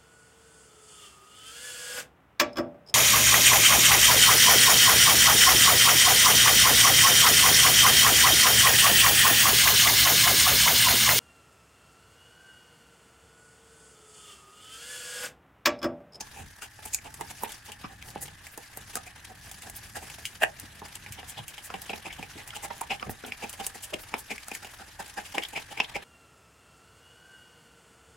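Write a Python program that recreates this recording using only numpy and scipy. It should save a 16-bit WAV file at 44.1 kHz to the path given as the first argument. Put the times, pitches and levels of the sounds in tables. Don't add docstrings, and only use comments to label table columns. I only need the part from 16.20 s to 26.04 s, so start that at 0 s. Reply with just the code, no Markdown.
import sys
import numpy as np
from scipy import signal
from scipy.fft import rfft, irfft, next_fast_len
from scipy.io import wavfile
from scipy.ndimage import uniform_filter1d, map_coordinates

SR = 44100
rng = np.random.default_rng(int(sys.argv[2]) if len(sys.argv) > 2 else 0)


def to_wav(sig):
    pcm = np.clip(np.atleast_2d(sig), -1, 1) * 32767
    pcm = np.round(pcm).astype(np.int16)
    wavfile.write(sys.argv[1], SR, pcm.T)


N = 433944
SIZE = 8192
T = np.arange(SIZE) / SR
HZ = np.fft.rfftfreq(SIZE, 1 / SR)
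PEAK_S = T[SIZE // 4]


def amp(db):
    return 10 ** (np.asarray(db) / 20)


def unit(x):
    return x / np.sqrt(np.mean(x ** 2) + 1e-20)


def burst(x):
    return unit(x) * np.sqrt(SR / 100 / SIZE)


def along(points, hz):
    freqs, values = np.transpose(points)
    return np.interp(np.log(hz + 1), np.log(freqs), values)


def curves(rows):
    times, *columns = np.transpose(rows)
    return [np.interp(np.arange(N) / SR, times, column) for column in columns]


def filtered(x, response):
    size = next_fast_len(N + SR // 2)
    return irfft(rfft(x, size) * response(np.fft.rfftfreq(size, 1 / SR)), size)[..., :N]


def resonance(f, centre, width):
    return 1j * f * width / (centre ** 2 - f ** 2 + 1j * f * width)


def ring(source, hz, width, skirt):
    return burst(irfft(source * resonance(HZ, hz, width) * resonance(HZ, hz, skirt)))


def add(track, s, sound):
    start = round(s * SR)
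    part = sound[:, max(-start, 0):max(N - start, 0)]
    track[:, max(start, 0):max(start, 0) + part.shape[1]] += part


def swell(length):
    return np.exp(-np.abs((T - PEAK_S) / (0.28 * length)) ** 2.4)


def wobble(rate):
    return map_coordinates(rng.standard_normal(int(N * rate / SR) + 4), [np.arange(N) * rate / SR])


# frequency in Hz, left-right correlation.
MIC_LIKENESS = [(60, 0.98), (200, 0.98), (600, 0.54), (2000, 0.76), (5000, 0.45), (12000, 0.64)]
def mic_pair(spectra, f):
    turn = np.arccos(np.clip(along(MIC_LIKENESS, f), 0, 1)) / 2
    mid, side = spectra[0] * np.cos(turn), spectra[1] * np.sin(turn)
    return np.array([mid + side, mid - side])


def coloured(x, response):
    size = next_fast_len(N + SIZE)
    f = np.fft.rfftfreq(size, 1 / SR)
    return unit(irfft(mic_pair(rfft(x, size), f) * response(f), size)[:, :N])


# frequency in Hz, relative level in dB.
RUMBLE_SPECTRUM = [(15, -8), (30, -1), (65, 5), (120, 1), (170, -22.5), (300, -9.5), (520, -49),
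                   (1200, -11), (3000, -55.5), (15000, -78)]
# centre in Hz, width in Hz, relative level in dB.
WHIRR_BANDS = [(825, 58, -12.5), (1700, 370, -4.5)]
def room_tone(rumble_db=-59, whirr_db=-58):
    rumble = coloured(rng.standard_normal((2, N)), lambda f: amp(along(RUMBLE_SPECTRUM, f)))
    bands = lambda f: sum(amp(db) * abs(resonance(f, hz, width)) ** 2 for hz, width, db in WHIRR_BANDS)
    whirr = coloured(rng.standard_normal((2, N)), bands)
    return amp(rumble_db) * rumble + amp(whirr_db) * whirr


# time in seconds, level in dB before gain_db.
JOWL_LEVELS = [(0, -64), (.25, -47.5), (.38, -67.5), (1.06, -50), (1.34, -60.5), (1.7, -54), (2.05, -48.5),
               (2.43, -71), (2.62, -53), (2.95, -58), (3.45, -51), (4.25, -54), (5.1, -53), (5.37, -61),
               (5.8, -54), (6.9, -57), (8.5, -64), (9.84, -57.5)]
def jowls(hz=85, width_hz=90, gain_db=-2, edge_hz=300):
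    def dull(f):
        return resonance(f, hz, width_hz) * resonance(f, hz, 3 * width_hz) / np.hypot(1, (f / edge_hz) ** 2)
    level, = curves(JOWL_LEVELS)
    return amp(level + gain_db) * coloured(rng.standard_normal((2, N)), dull)


def crackle(size, rate, spread_db, hiss):
    pops = (rng.random((2, size)) < rate / SR) * rng.choice([-1, 1], (2, size))
    sizes = amp(spread_db * np.minimum(rng.standard_normal((2, size)), 2))
    return unit(pops * sizes) + hiss * rng.standard_normal((2, size))


def wet_patches(x, patchy_db):
    spectra = signal.stft(x, nperseg=256)[2]
    patches = rng.standard_normal(spectra.shape[1:])
    patches = uniform_filter1d(uniform_filter1d(patches, size=9, axis=0), size=6, axis=1)
    return signal.istft(spectra * amp(patchy_db * unit(patches)), nperseg=256)[1][:, :N]


# time in seconds, tongue rub and saliva fizz in relative dB.
RESTING_WETNESS = [(0.0, -49.5, -55), (0.46, -56.5, -58), (1.18, -53, -54), (1.64, -55, -61),
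                   (2.77, -51.5, -55.5), (2.99, -52, -59), (3.75, -53.5, -53.5), (4.33, -50, -55.5),
                   (6.47, -48, -55), (7.01, -51.5, -57), (7.34, -48, -52.5), (8.74, -51, -56),
                   (9.15, -48, -50.5), (9.84, -49, -60.5)]
# middle in seconds, length in seconds, level in dB.
TONGUE_STROKES = [(.64, 0.02, -45.5), (1.1, 0.045, -50), (1.19, 0.053, -51.5), (1.33, 0.054, -47),
                  (1.47, .04, -51), (1.62, 0.043, -56), (1.89, 0.054, -50), (2.06, 0.025, -51),
                  (2.255, 0.019, -46.5), (2.43, 0.015, -53), (2.69, 0.045, -48), (3.05, 0.01, -49),
                  (3.27, .07, -52), (3.44, 0.063, -50), (3.58, 0.043, -53), (3.65, 0.048, -50),
                  (3.86, 0.24, -52), (3.97, 0.051, -56), (4.04, 0.028, -58), (4.19, 0.12, -61),
                  (4.66, 0.02, -49), (4.75, 0.037, -48), (5.12, 0.03, -62), (5.66, 0.15, -56),
                  (5.768, 0.028, -44.5), (6.11, 0.033, -54), (6.58, 0.072, -53), (6.91, 0.026, -55),
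                  (7.33, 0.2, -56), (7.45, 0.03, -43.5), (7.81, 0.035, -56), (7.995, 0.025, -50),
                  (8.27, 0.032, -63), (8.36, 0.03, -47.5), (8.54, 0.036, -51), (8.69, 0.031, -53.5),
                  (8.885, 0.039, -51), (9.095, 0.057, -54), (9.41, 0.012, -52), (9.47, 0.01, -57)]
def tongue_levels(rest_rub_db=-4, rest_fizz_db=-1, stroke_rub_db=-1, slide_s=0.022, slide_db=-16):
    def power(rows):
        t = np.linspace(0, N / SR, N // 64)
        swells = sum(amp(db) ** 2 * np.exp(-(2 * (t - s) / length) ** 2) for s, length, db in rows)
        return np.interp(np.arange(N) / SR, t, swells)
    strokes = power(TONGUE_STROKES)
    slides = power([(s + slide_s / 2, slide_s, cavity_db + slide_db)
                    for s, _, cavity_db, *_ in LIP_SMACKS + TONGUE_SQUELCHES])
    rub_db, fizz_db = curves(RESTING_WETNESS)
    rub = amp(rub_db + rest_rub_db) ** 2 + amp(stroke_rub_db) ** 2 * strokes + slides
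    fizz = amp(fizz_db + rest_fizz_db) ** 2 + strokes
    return 10 * np.log10(rub), 10 * np.log10(fizz)


# frequency in Hz, relative level in dB.
RUB_SPECTRUM = [(300, 5), (550, 5.5), (820, 11), (1150, 8), (1700, 10.5), (2700, 10.5), (4200, 6.5),
                (6000, -65)]
FIZZ_SPECTRUM = [(2500, -87), (4500, 10.5), (6000, 8.5), (8000, 6), (11000, 6.5), (13500, -1.5),
                 (16000, -6.5)]
def licking(clump_db=3.0):
    rub_db, fizz_db = tongue_levels()
    clumps = clump_db * wobble(rate=110)
    slips = wet_patches(crackle(N, rate=1500, spread_db=3, hiss=1.4), patchy_db=2)
    films = wet_patches(crackle(N, rate=2000, spread_db=3, hiss=1.3), patchy_db=2.1)
    rub = coloured(slips, lambda f: amp(along(RUB_SPECTRUM, f)))
    fizz = coloured(films, lambda f: amp(along(FIZZ_SPECTRUM, f)))
    return amp(rub_db + clumps) * rub + amp(fizz_db + clumps) * fizz


# time in seconds, cavity note in Hz, added cheek thud in dB.
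MOUTH_SHAPES = [(0, 800, -3), (1.2, 880, -3.5), (1.96, 780, 1), (2.75, 753, -1), (3.77, 780, -3.5),
                (4.6, 860, -1), (5.1, 810, -5), (5.72, 764, 0.5), (6.4, 834, -6.5), (6.6, 896, -12),
                (6.75, 765, -0.5), (7.1, 770, 5), (7.4, 830, -2), (7.74, 640, 6.5), (7.94, 850, -0.5),
                (8.12, 783, 4), (8.8, 815, -6.5), (9.3, 794, -3), (9.6, 854, -3)]
# cavity level in dB, cheek thud in dB.
CHEEK_THUD = [(-58, -78), (-50.5, -58), (-44, -47), (-36, -39.5), (-27, -33.5)]
# dB over the lip gap, pitch in Hz.
SPRAY_PITCH = [(-20, 5500), (-3, 6650), (-3.5, 7060), (35, 11700), (21.5, 12000)]
# centre in Hz, width in Hz, relative level in dB.
CHEEK_MODES = [(226, 88, 7), (437, 98, 6)]
SPLASH_MODES = [(2430, 720, -7), (5150, 620, -15)]
def mouth(drive, s, voicing, spray_q, spray_skirt, cavity_q=6.5, lip_q=6, note_scatter=0.015):
    cavity_db, lip_hz, lip_db, spray_db = voicing
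    times, notes, slack_db = np.transpose(MOUTH_SHAPES)
    cavity_hz = np.interp(s, times, notes) * np.exp(note_scatter * rng.standard_normal())
    thud_db = np.interp(cavity_db, *np.transpose(CHEEK_THUD)) + np.interp(s, times, slack_db)
    spray_hz = np.interp(spray_db - lip_db, *np.transpose(SPRAY_PITCH))
    source = mic_pair(rfft(drive), HZ)
    cheeks = burst(sum((-1) ** k * amp(db) * ring(source, hz, width, hz)
                       for k, (hz, width, db) in enumerate(CHEEK_MODES)))
    cavity = ring(source, cavity_hz, cavity_hz / cavity_q, cavity_hz)
    splash = sum(amp(db) * ring(source, hz, width, width) for hz, width, db in SPLASH_MODES)
    lips = burst(ring(source, lip_hz, lip_hz / lip_q, lip_hz / 2) + splash)
    spray = ring(source, spray_hz, spray_hz / spray_q, spray_skirt * spray_hz)
    return amp(thud_db) * cheeks + amp(cavity_db) * cavity + amp(lip_db) * lips + amp(spray_db) * spray


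# middle in seconds, length in seconds,
# mouth cavity in dB, lip gap pitch in Hz, lip gap in dB, spray in dB.
TONGUE_SQUELCHES = [(.01, 0.023, -42.5, 5840, -36.5, -40), (0.19, 0.14, -42, 2610, -43.5, -43.5),
                    (.43, 0.023, -50, 1460, -44, -44), (0.438, 0.075, -49.5, 2750, -40, -42),
                    (.658, 0.02, -43, 2360, -49, -37), (0.679, 0.048, -57, 2920, -48, -43),
                    (0.738, .022, -60, 7250, -36, -34), (0.862, 0.062, -42, 2750, -44.5, -49.5),
                    (1.004, 0.046, -42, 1660, -63, -51), (1.111, .019, -47, 2270, -50, -45),
                    (1.235, 0.068, -39.5, 1800, -66, -39), (1.246, .012, -51, 2060, -43, -59),
                    (1.494, 0.045, -44, 2930, -48, -59), (1.648, 0.037, -47, 1130, -35.5, -63),
                    (1.716, 0.078, -49, 1720, -49, -55), (1.882, 0.12, -49.5, 1700, -66, -45),
                    (2.028, .053, -47, 1910, -45.5, -32), (2.332, .06, -67, 1800, -72, -48),
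                    (2.77, 0.024, -39.5, 1280, -36, -37), (2.872, 0.044, -48, 2380, -43.5, -46.5),
                    (3.109, 0.053, -45, 1740, -55, -58), (3.47, 0.1, -43.5, 1650, -46, -49),
                    (3.568, 0.038, -58, 2600, -59, -37), (3.766, 0.051, -37.5, 1660, -35.5, -37),
                    (3.83, .041, -44, 2350, -48, -46), (3.985, .009, -47.5, 1990, -62, -66),
                    (4.756, 0.0087, -57, 3100, -45, -39), (4.992, 0.063, -43.5, 2880, -41.5, -56),
                    (5.098, 0.059, -54, 3200, -45, -36.5), (5.186, 0.063, -39.5, 3080, -37, -48),
                    (5.454, 0.079, -66, 1910, -49, -38), (5.697, 0.012, -38.5, 2810, -35, -60),
                    (5.736, .021, -36.5, 2620, -34.5, -55), (5.864, 0.052, -38.5, 2620, -36, -44),
                    (5.909, 0.035, -55, 2210, -39, -60), (5.994, 0.032, -42, 2760, -46, -50),
                    (6.192, 0.063, -48, 2160, -42.5, -46.5), (6.336, 0.021, -53, 1350, -42, -54),
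                    (6.363, 0.046, -40, 2870, -36.5, -37.5), (6.444, 0.061, -35.5, 2100, -38, -34.5),
                    (6.509, 0.021, -34.5, 1840, -40.5, -65), (6.614, .014, -31, 2250, -44, -35.5),
                    (6.714, 0.047, -29, 2700, -25.5, -40), (6.737, 0.075, -49, 2820, -36, -45),
                    (6.869, 0.021, -46, 2170, -51, -68), (6.908, 0.044, -59, 2000, -62.5, -38),
                    (7.039, 0.0095, -51, 1430, -42.5, -59), (7.078, .065, -45, 2740, -45, -47),
                    (7.237, 0.054, -35, 2550, -34, -41.5), (7.404, 0.037, -34, 2870, -37.5, -42),
                    (7.554, 0.047, -45.5, 1960, -46, -43.5), (7.64, 0.055, -59, 2950, -42, -34.5),
                    (7.74, 0.018, -42.5, 2850, -30.5, -39), (7.819, .07, -65, 1800, -70, -43),
                    (7.995, 0.064, -56, 2400, -58, -39), (8.115, 0.052, -38.5, 2300, -29.5, -38.5),
                    (8.346, 0.041, -58, 2060, -45, -43), (8.433, .031, -49.5, 1470, -44, -49),
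                    (8.611, 0.075, -43.5, 1390, -43, -51), (8.802, 0.036, -34, 1610, -37.5, -41),
                    (8.983, .051, -32, 1700, -33, -43), (9.059, .038, -62, 2880, -42.5, -46),
                    (9.152, 0.034, -33, 2970, -37, -41), (9.228, 0.028, -60, 2900, -35, -52),
                    (9.252, .019, -53, 3200, -36, -60), (9.336, 0.029, -41.5, 2420, -45.5, -46.5),
                    (9.371, 0.058, -34.5, 2410, -27.5, -41.5), (9.519, 0.053, -42.5, 2920, -44, -47),
                    (9.578, 0.036, -43.5, 2510, -42, -50), (9.76, 0.052, -35.5, 2260, -28.5, -40.5)]
def squelches():
    out = np.zeros((2, N))
    for s, length, *voicing in TONGUE_SQUELCHES:
        films = crackle(SIZE, rate=3000, spread_db=3, hiss=0.5) * swell(length)
        add(out, s - PEAK_S, mouth(films, s, voicing, spray_q=1.4, spray_skirt=0.9))
    return out


def saliva_ticks(decay_s=0.00025, count=130, base_db=-6, spread_db=8, low_hz=4500, pitch_ratio=3.1):
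    out = np.zeros((2, N))
    _, fizz_db = tongue_levels()
    for when, pitch, size in rng.random((count, 3)):
        snap = rng.standard_normal((2, SIZE)) * np.exp(-T / decay_s)
        hz = low_hz * pitch_ratio ** pitch
        db = fizz_db[int(when * N)] + base_db + spread_db * size ** 2
        add(out, when * N / SR, amp(db) * ring(mic_pair(rfft(snap), HZ), hz, hz, 2 * hz))
    return out


# middle in seconds, length in seconds, pitch in Hz, level in dB.
SOFT_THUMPS = [(0.209, 0.045, 80, -45), (0.652, 0.012, 101, -50), (1.645, 0.014, 200, -39.5),
               (4.433, .029, 220, -45.5), (4.907, 0.011, 85, -40.5), (5.191, 0.1, 101, -40),
               (5.996, 0.0042, 194, -42), (6.165, 0.035, 260, -44), (6.882, 0.087, 98, -35),
               (6.88, 0.054, 263, -38), (7.04, 0.012, 300, -41.5), (7.737, 0.037, 424, -32),
               (9.18, 0.011, 450, -30.5), (9.604, 0.012, 457, -45), (9.762, 0.03, 458, -34.5)]
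def soft_thumps():
    out = np.zeros((2, N))
    for s, length, hz, db in SOFT_THUMPS:
        push = rng.standard_normal((2, SIZE)) * swell(length)
        add(out, s - PEAK_S, amp(db) * ring(mic_pair(rfft(push), HZ), hz, hz, hz))
    return out


# snap time in seconds, about a third of the spatter's
# decay time in seconds, mouth cavity in dB, lip gap pitch in Hz, lip gap in dB, spray in dB.
LIP_SMACKS = [(0.421, 0.0018, -54, 1500, -42.5, -46), (0.5895, 0.0014, -49.5, 1610, -53, -64),
              (0.746, .0009, -49.5, 7040, -29.5, -26), (.7875, 0.00084, -66, 2200, -47, -67),
              (.9418, 0.0021, -55, 1760, -49, -42.5), (1.01, 0.0022, -33, 2070, -41.5, -39.5),
              (1.2345, 0.0012, -30, 2120, -59, -34.5), (1.2925, .003, -48.5, 3170, -46, -46),
              (1.32, 0.0016, -65, 3280, -46, -41), (1.519, 0.0026, -54.5, 2900, -41, -43),
              (1.8253, 0.00046, -58, 2620, -43.5, -48), (1.9588, 0.0012, -36, 1820, -62, -72),
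              (2.08, 0.0022, -50, 2950, -46, -51), (2.268, 0.0017, -55, 2100, -44, -46),
              (2.376, 0.0023, -42, 1820, -49, -41), (2.5726, 0.0011, -45, 1950, -52, -37.5),
              (2.755, .0012, -39, 1630, -37, -29.5), (3.314, 0.0031, -51, 3080, -46.5, -40.5),
              (3.421, 0.0017, -67, 2230, -47.5, -45), (3.498, .0013, -54, 1970, -50, -40.5),
              (3.9, 0.0023, -54, 2720, -43.5, -44.5), (4.054, 0.0048, -72, 2940, -30.5, -33),
              (4.3983, .0014, -74, 2000, -55, -38.5), (4.618, .0046, -40, 1610, -64, -66),
              (4.8627, 0.0027, -50, 2300, -41, -54), (4.923, 0.0043, -71, 2700, -45.5, -39),
              (5.03, 0.0024, -45, 1670, -48, -64), (5.281, 0.0041, -58, 2870, -43.5, -38),
              (5.38, .003, -51, 2930, -40, -47.5), (5.502, 0.0012, -43.5, 1140, -38.5, -65),
              (5.5404, 0.0017, -34.5, 2720, -37, -48), (5.618, .002, -62, 1750, -56, -40),
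              (5.702, 0.0015, -39, 2400, -37.5, -46.5), (5.927, 0.0039, -55, 2880, -40.5, -47),
              (6.0274, 0.0033, -42, 2500, -37.5, -49), (6.276, 0.0045, -55, 2020, -48, -41.5),
              (6.305, 0.00074, -62, 2900, -40.5, -53), (6.797, .001, -64, 3120, -43, -57),
              (6.8265, 0.00089, -41, 1190, -32, -63), (6.8944, 0.0011, -37.5, 1850, -42, -59),
              (7.048, 0.0024, -45, 3120, -43, -66), (7.064, 0.0022, -50, 2900, -61, -44.5),
              (7.1213, 0.00093, -51.5, 2400, -31.5, -51), (7.295, 0.0023, -59, 2850, -47, -38),
              (7.329, 0.0029, -74, 3060, -50, -42), (7.4663, 0.0016, -46, 2940, -40.5, -27.5),
              (7.94, 0.0016, -29, 2380, -28.5, -46), (8.1805, 0.0015, -68, 2270, -39.5, -50),
              (8.283, .0008, -50, 1390, -44, -39), (8.316, 0.001, -39.5, 2400, -35.5, -44),
              (8.35, .002, -64, 2050, -37, -37), (8.4467, .005, -46, 2820, -41.5, -45),
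              (9.1818, 0.0015, -35.5, 2250, -25, -38.5), (9.2354, 0.0013, -51, 3040, -33.5, -40.5),
              (9.286, .002, -66, 2800, -57, -45), (9.5745, .002, -47, 2300, -36, -52),
              (9.601, 0.0016, -28, 2690, -19.5, -47), (9.645, 0.002, -65, 3320, -37, -61)]
def smacks(snap_gain=0.6, snap_s=0.00011, suction_s=0.012, suction_db=-19):
    out = np.zeros((2, N))
    since = T - PEAK_S
    suction = amp(suction_db) * np.exp(-abs(since) / suction_s)
    for s, length, *voicing in LIP_SMACKS:
        release = np.exp(-abs(since) / (2.96 * length))
        envelope = np.where(since < 0, suction, release)
        spatter = crackle(SIZE, rate=4900, spread_db=-2, hiss=0.43) * envelope
        drive = spatter / np.linalg.norm(spatter[0])
        snap = (since >= 0) * np.exp(-abs(since) / snap_s) * (0.7 + rng.standard_normal(SIZE))
        drive[0] += snap_gain * snap / np.linalg.norm(snap)
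        add(out, s - PEAK_S, mouth(drive, s, voicing, spray_q=1.1, spray_skirt=1.1))
    return out


# middle in seconds, length in seconds, level in dB.
CHOMP_BURSTS = [(4.227, 0.039, -21), (4.235, 0.014, -18.5), (4.2378, 0.0046, -21.5), (4.246, 0.005, -33)]
# centre in Hz, width in Hz, relative level in dB, left over right in dB.
JAW_MODES = [(513, 380, -4.5, -5), (662, 200, 4, 6), (1760, 390, 5, -4), (2550, 460, 3, 5),
             (8800, 6800, -5, 0)]
def chomp():
    out = np.zeros((2, N))
    sides = np.array([[0.5], [-0.5]])
    for s, length, db in CHOMP_BURSTS:
        films = crackle(SIZE, rate=2500, spread_db=3, hiss=0.4) * swell(length)
        source = mic_pair(rfft(films), HZ)
        jaw = sum(amp(mode_db + pan_db * sides) * ring(source, hz, width, width)
                  for hz, width, mode_db, pan_db in JAW_MODES)
        add(out, s - PEAK_S, amp(db) * burst(jaw))
    return out


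# frequency in Hz, seconds to die away by 60 dB.
ROOM_DECAY = [(150, 0.19), (700, 0.19), (3000, 0.096), (8000, 0.12), (15000, 0.053)]
def reflections(x, build_s=0.0054, pieces=20):
    out, start = np.zeros((2, N)), 0
    for piece in np.array_split(x, pieces, axis=1):
        hz, t, noise = signal.stft(rng.standard_normal((2, SR // 2)), SR, nperseg=256)
        decay = amp(-60 * t / along(ROOM_DECAY, hz)[:, None])
        tail = signal.istft(noise * decay, SR, nperseg=256)[1]
        tail *= 1 - np.exp(-(np.arange(tail.shape[1]) / SR / build_s) ** 2)
        add(out, start / SR, signal.fftconvolve(piece, tail / np.linalg.norm(tail[0]), axes=1))
        start += piece.shape[1]
    return out


# frequency in Hz, left over right in dB.
MIC_BALANCE = [(150, -0.5), (300, 2), (520, -1), (850, -5.5), (1300, 0), (2300, 2), (4000, 1.5), (12000, 0)]
def scene(reflections_db=-12):
    dog = smacks() + squelches() + chomp() + soft_thumps() + saliva_ticks() + licking()
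    dog = filtered(dog, lambda f: amp(np.outer([1, -1], along(MIC_BALANCE, f)) / 2))
    return dog + amp(reflections_db) * reflections(dog) + jowls() + room_tone()


def record(dry, top_hz=16200):
    return filtered(dry, lambda f: f < top_hz)


dry = scene()
out = record(dry)
to_wav(out)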